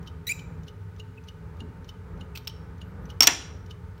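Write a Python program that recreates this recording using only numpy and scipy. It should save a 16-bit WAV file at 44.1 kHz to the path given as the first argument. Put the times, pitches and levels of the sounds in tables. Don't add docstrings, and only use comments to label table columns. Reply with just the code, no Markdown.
import sys
import numpy as np
from scipy import signal
from scipy.fft import rfft, irfft, next_fast_len
from scipy.io import wavfile
from scipy.ndimage import map_coordinates

SR = 44100
rng = np.random.default_rng(int(sys.argv[2]) if len(sys.argv) > 2 else 0)


def log_audio(samples):
    frames = np.atleast_2d(samples).T
    limited = np.clip(frames, -1, 1)
    pcm = np.round(limited * 32767).astype(np.int16)
    wavfile.write(sys.argv[1], SR, pcm)


N = 176400
T = np.arange(SR // 4) / SR

# frequency in Hz, level in dB, t60 in seconds.
GLASS_MODES = [(1306, -20, 0.037), (2253, -17, 0.018), (3280, -20.5, 0.031), (4630, -22.5, 0.036),
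               (5040, -13.5, 0.01), (5478, -14, 0.026), (5500, -1, 0.031), (6230, -19.5, 0.029),
               (8390, -15.5, 0.011)]
# frequency in Hz, level in dB, t60 in seconds.
GLASS_TOP_MODES = [(14050, -20.5, 0.019), (14240, -18, 0.025), (13800, -25.5, .05)]


def amp(db):
    return 10 ** (np.asarray(db) / 20)


def unit(x):
    return x / np.sqrt(np.mean(x ** 2) + 1e-20)


def along(points, hz):
    point_hz, values = np.transpose(points)
    return np.interp(np.log(hz + 1), np.log(point_hz + 1), values)


def filtered(x, response):
    size = next_fast_len(len(x) + 8192)
    return irfft(rfft(x, size) * response(np.fft.rfftfreq(size, 1 / SR)), size)[:len(x)]


def noise(spectrum, size):
    return unit(filtered(rng.standard_normal(size), lambda hz: amp(along(spectrum, hz))))


def wobble(rate, size):
    return map_coordinates(rng.standard_normal(size // 8), [np.arange(size) * rate / SR], mode="mirror")


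def fade(t60, t=T):
    return np.exp(-np.log(1000) * t / t60)


def burst(spectrum, t60):
    return noise(spectrum, len(T)) * fade(t60)


def ring(modes, pitch=1, scatter_db=3.5, attack_s=0.00055):
    out = np.zeros(len(T))
    for hz, db, t60 in modes:
        envelope = amp(db + scatter_db * rng.normal()) * fade(t60)
        out += envelope * np.sin(2 * np.pi * hz * pitch * T + 0.84 * rng.normal())
    return (1 - np.exp(-T / attack_s)) * out


def add(track, start, sound):
    i = max(round(start * SR), 0)
    track[i:i + len(sound)] += sound[:max(N - i, 0)]


def ventilation(air_db=-43.5, sway_db=2.97, sway_below_hz=1800):
    # frequency in Hz, relative level in dB.
    air_spectrum = [(15, -58), (25, -21.5), (49, -6), (86, 2.5), (101, -4.5), (136, -12), (173, -3),
                    (198, -11), (215, -26), (246, -16.5), (281, -23.5), (482, -20), (684, -32), (871, -25),
                    (1080, -29.5), (1270, -26.5), (2360, -36.5), (2630, -41), (3090, -43.5), (12500, -57),
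                    (15500, -53.5)]
    # centre in Hz, half-width in Hz, level in dB.
    hums = [(80.15, 1.6, -54), (98.6, 2.2, -48.5), (119, 3, -54), (159.7, 3.7, -53), (252.9, 8.4, -63),
            (430.4, 21, -58), (901.4, 12, -66.5), (1241, 8.3, -69), (1488, 33, -69)]
    air = amp(air_db) * noise(air_spectrum, N)
    rumble = filtered(air, lambda hz: 1 / (1 + (hz / sway_below_hz) ** 4))
    air += (amp(sway_db * wobble(6.05, N)) - 1) * rumble
    for centre, width, db in hums:
        hum = filtered(rng.standard_normal(N), lambda hz: 1 / (1 + ((hz - centre) / width) ** 2))
        air += amp(db) * unit(hum)
    return air


def clock(tick_lead_s=0.046, tock_lead_s=0.034, slide_s=0.014, rebound_s=0.0023, snap_t60=0.044):
    # time in seconds, level in dB.
    beats = [(.0735, -38), (.3925, -44.5), (.6795, -40), (.9965, -42.5), (1.2842, -41), (1.6025, -44.5),
             (1.8902, -38.5), (2.209, -45), (2.4955, -41), (2.8142, -44), (3.101, -38.5), (3.42, -47.5),
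             (3.7078, -40)]
    # frequency in Hz, dB on the tick, on the tock and on unlocking,
    # t60 in seconds.
    movement_modes = [(2904, -7, 0, -30.5, 0.04), (3023, -8, -10, -28, 0.065),
                      (3670, -17, -16, -29.5, 0.045), (4010, -25, -9, -38, 0.019),
                      (4330, -23.5, -11, -28.5, 0.021), (5485, -13, -19.5, -26.5, .03),
                      (6040, -14, -19.5, -16.5, 0.029), (6900, -28, -15.5, -26.5, 0.045),
                      (9310, -20.5, -13.5, -31, 0.014), (12050, -31.5, -35, -28, .04)]
    # frequency in Hz, relative level in dB.
    snap_spectrum = [(1200, -22.5), (2400, -8.5), (3100, 4.5), (6200, -3.5), (8000, -21), (15000, -14)]
    out = np.zeros(N)
    hz, tick_db, tock_db, unlock_db, t60 = np.transpose(movement_modes)
    for k, (time, db) in enumerate(beats):
        drop_db, lead_s = (tock_db, tock_lead_s) if k % 2 else (tick_db, tick_lead_s)
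        unlock = ring(zip(hz, unlock_db, t60)) + amp(-20.5) * burst(snap_spectrum, snap_t60)
        add(out, time - lead_s, amp(db) * unlock)
        slide = np.minimum(T / slide_s, 1) * burst(snap_spectrum, t60=0.11)
        add(out, time - slide_s, amp(db - 12) * slide)
        for delay, boost_db in (0, 0), (rebound_s, 3):
            metal = ring(zip(hz, drop_db, t60), pitch=1 + 0.01 * rng.normal(), scatter_db=2.5)
            snap = amp(-15) * burst(snap_spectrum, snap_t60)
            add(out, time + delay, amp(db + boost_db) * (metal + snap))
    return out


def squeaks(settle_s=0.0044, edge_s=0.0033, flutter_db=3.2, rub_db=-20.5):
    # start in seconds, length in seconds, base pitch in Hz, level in dB,
    # final rise as a share of the pitch, dB of harmonics 1-8.
    notes = [(0.2675, 0.022, 1912, -28, 0.12, (-13.5, -1.5, -14, -19.5, -18, -23, -10.5, -18)),
             (0.2889, .037, 2330, -22, .13, (-4, -23.5, -13, -17.5, -30, -30, -40, -60)),
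             (1.174, 0.016, 2550, -53.5, 0.011, (5, -30, -33, -35, -40, -45, -60, -60)),
             (2.35, 0.0087, 2470, -47, 0.071, (10, -14, -15, -68, -10, -16, -60, -60))]
    # frequency in Hz, relative level in dB.
    rub_spectrum = [(1200, -30), (2200, 15), (3200, -3), (6200, 1), (8200, -1), (11000, -33), (13900, 5),
                    (15500, -5)]
    out = np.zeros(N)
    grab = np.exp(-T / settle_s)
    for start, length, base_hz, db, rise, harmonics in notes:
        progress = np.minimum(T / length, 1)
        jitter = (0.003 + 0.091 * grab) * wobble(1550, len(T))
        hz = base_hz * (1 + 0.057 * grab + rise * progress ** 4 + jitter)
        phase = 2 * np.pi * np.cumsum(hz) / SR
        tone = sum(amp(level + flutter_db * wobble(222, len(T))) * np.sin(k * phase)
                   for k, level in enumerate(harmonics, 1))
        rub = amp(rub_db) * (1 + 2 * grab) * noise(rub_spectrum, len(T))
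        envelope = np.clip(np.minimum(T, length - T) / edge_s, 0, 1)
        add(out, start, amp(db) * envelope * (tone + rub))
    return out


def bumps(attack_s=0.0023):
    # start in seconds, level in dB.
    thuds = [(1.615, -38.5), (1.632, -43), (2.129, -43.5)]
    # frequency in Hz, relative level in dB.
    thud_spectrum = [(90, -3.5), (150, 1.5), (280, 1), (450, -14), (1200, -43), (4000, -60)]
    out = np.zeros(N)
    for start, db in thuds:
        add(out, start, amp(db) * (1 - np.exp(-T / attack_s)) * burst(thud_spectrum, t60=0.22))
    return out


def clinks(held_t60_ratio=0.45):
    # start in seconds, ring in dB, scratch in dB, pitch ratio.
    touches = [(2.354, -45, -40, 1.1), (2.358, -60, -35.5, 1.3), (2.374, -33.5, -33.5, 1.02),
               (2.473, -56, -29.5, 1.1), (2.4771, -18.5, -60, 0.99), (3.979, -60, -59, 1)]
    # frequency in Hz, relative level in dB.
    scratch_spectrum = [(900, -13), (1900, -6), (2700, 4.5), (4300, 0), (7000, -12.5), (9500, -13),
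                        (11300, -36), (13200, -8), (15500, -5.5)]
    # start in seconds, frequency in Hz, level in dB, t60 in seconds.
    pings = [(2.374, 11950, -58, 0.21), (2.473, 10500, -53, .06)]
    out = np.zeros(N)
    held_modes = [(hz, db, t60 * held_t60_ratio) for hz, db, t60 in GLASS_MODES]
    for start, ring_db, scratch_db, pitch in touches:
        glass = ring(held_modes, pitch) + amp(-6) * ring(GLASS_TOP_MODES)
        scratch = burst(scratch_spectrum, t60=0.041)
        add(out, start, amp(ring_db) * glass + amp(scratch_db) * scratch)
    for start, hz, db, t60 in pings:
        add(out, start, ring([(hz, db, t60)]))
    return out


def whistles(db=-74, waver_hz=90):
    # start in seconds, length in seconds, first and last pitch in Hz.
    glides = [(2.835, .105, 11350, 12650), (3.01, .055, 11400, 12200), (3.066, 0.095, 11300, 12140)]
    out = np.zeros(N)
    for start, length, first_hz, last_hz in glides:
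        progress = np.minimum(T / length, 1)
        hz = first_hz + (last_hz - first_hz) * np.sin(np.pi / 2 * progress)
        hz += waver_hz * wobble(150, len(T))
        tone = np.sin(2 * np.pi * np.cumsum(hz) / SR)
        add(out, start, amp(db) * np.sin(np.pi * progress) * tone)
    return out


def vessel(landing_s=3.27, landed_pitch=1.05):
    # start in seconds, then ring, knock and crack in dB.
    contacts = [(3.2061, 0, -10, -9.5), (3.2096, -15.5, -30, -45.5), (3.2224, -6.5, -14, -27.5),
                (3.2308, -4, -14.5, -31), (3.238, -4.5, -17, -31), (3.246, -16.5, -28.5, -41),
                (3.2716, -8.5, -4.5, -7), (3.2747, -3, -6.5, -19.5), (3.277, -8.5, -22.5, -27)]
    # frequency in Hz, relative level in dB.
    knock_spectrum = [(120, -25), (260, -1.5), (520, -14.5), (750, -11), (1400, -10.5), (2800, 4),
                      (4500, 4), (6500, 5), (9000, -11), (12000, -14), (15500, -9)]
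    bench_spectrum = [(130, -37), (270, 2.5), (520, -15.5), (750, 2), (1400, -2.5), (3000, -1.5),
                      (6000, -23.5), (12000, -34)]
    crack_spectrum = [(1000, -15.5), (5000, -3), (8500, 5), (10500, -10.5), (13000, 3), (15500, -3)]
    out = np.zeros(N)
    for start, ring_db, knock_db, crack_db in contacts:
        landed = start > landing_s
        glass = ring(GLASS_MODES, landed_pitch if landed else 1) + ring(GLASS_TOP_MODES)
        if landed:
            glass *= amp(2) * fade(t60=0.025)
        knock = burst(knock_spectrum, t60=0.018) + amp(-14) * burst(bench_spectrum, t60=0.12)
        crack = burst(crack_spectrum, t60=0.0073)
        add(out, start, amp(ring_db) * glass + amp(knock_db) * knock + amp(crack_db) * crack)
    return out


def room(x, colour, build_s=0.0065):
    # frequency in Hz, t60 in seconds.
    decay_times = [(200, 0.82), (600, 0.36), (1500, .52), (5700, 0.46), (9000, 0.38), (14000, .28)]
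    hz, t, spectra = signal.stft(rng.standard_normal(SR * 3 // 4), SR, nperseg=256)
    decay = fade(along(decay_times, hz)[:, None], t)
    tail = signal.istft(spectra * decay, SR, nperseg=256)[1]
    tail = filtered(tail / np.linalg.norm(tail), lambda f: amp(along(colour, f)))
    build_up = 1 - np.exp(-np.arange(len(tail)) / SR / build_s)
    return signal.fftconvolve(x, tail * build_up)[:N]


def scene():
    # frequency in Hz, gain in dB.
    room_colour = [(150, 0.5), (700, 1), (2500, -3.5), (5500, -6), (9000, -6.5), (14000, -14)]
    squeak_colour = [(1500, -3), (2400, -6.5), (4000, -6.5), (6200, 3), (9500, -13), (14000, 2)]
    sources = [(clock(), -10, room_colour), (squeaks(), -10, squeak_colour),
               (clinks() + bumps(), -10, room_colour), (vessel(), -8, room_colour)]
    mix = ventilation() + whistles()
    for direct, room_db, colour in sources:
        mix += direct + amp(room_db) * room(direct, colour)
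    return mix[None]


def record(dry, ceiling=0.94, hardness=15, low_cut_hz=36, top_hz=15900):
    clipped = dry[0] / (1 + np.abs(dry[0] / ceiling) ** hardness) ** (1 / hardness)
    thinned = filtered(clipped, lambda hz: 1 / np.sqrt(1 + (low_cut_hz / (hz + 1)) ** 10))
    return filtered(thinned, lambda hz: 1 / (1 + (hz / top_hz) ** 200))[None]


dry = scene()
out = record(dry)
log_audio(out)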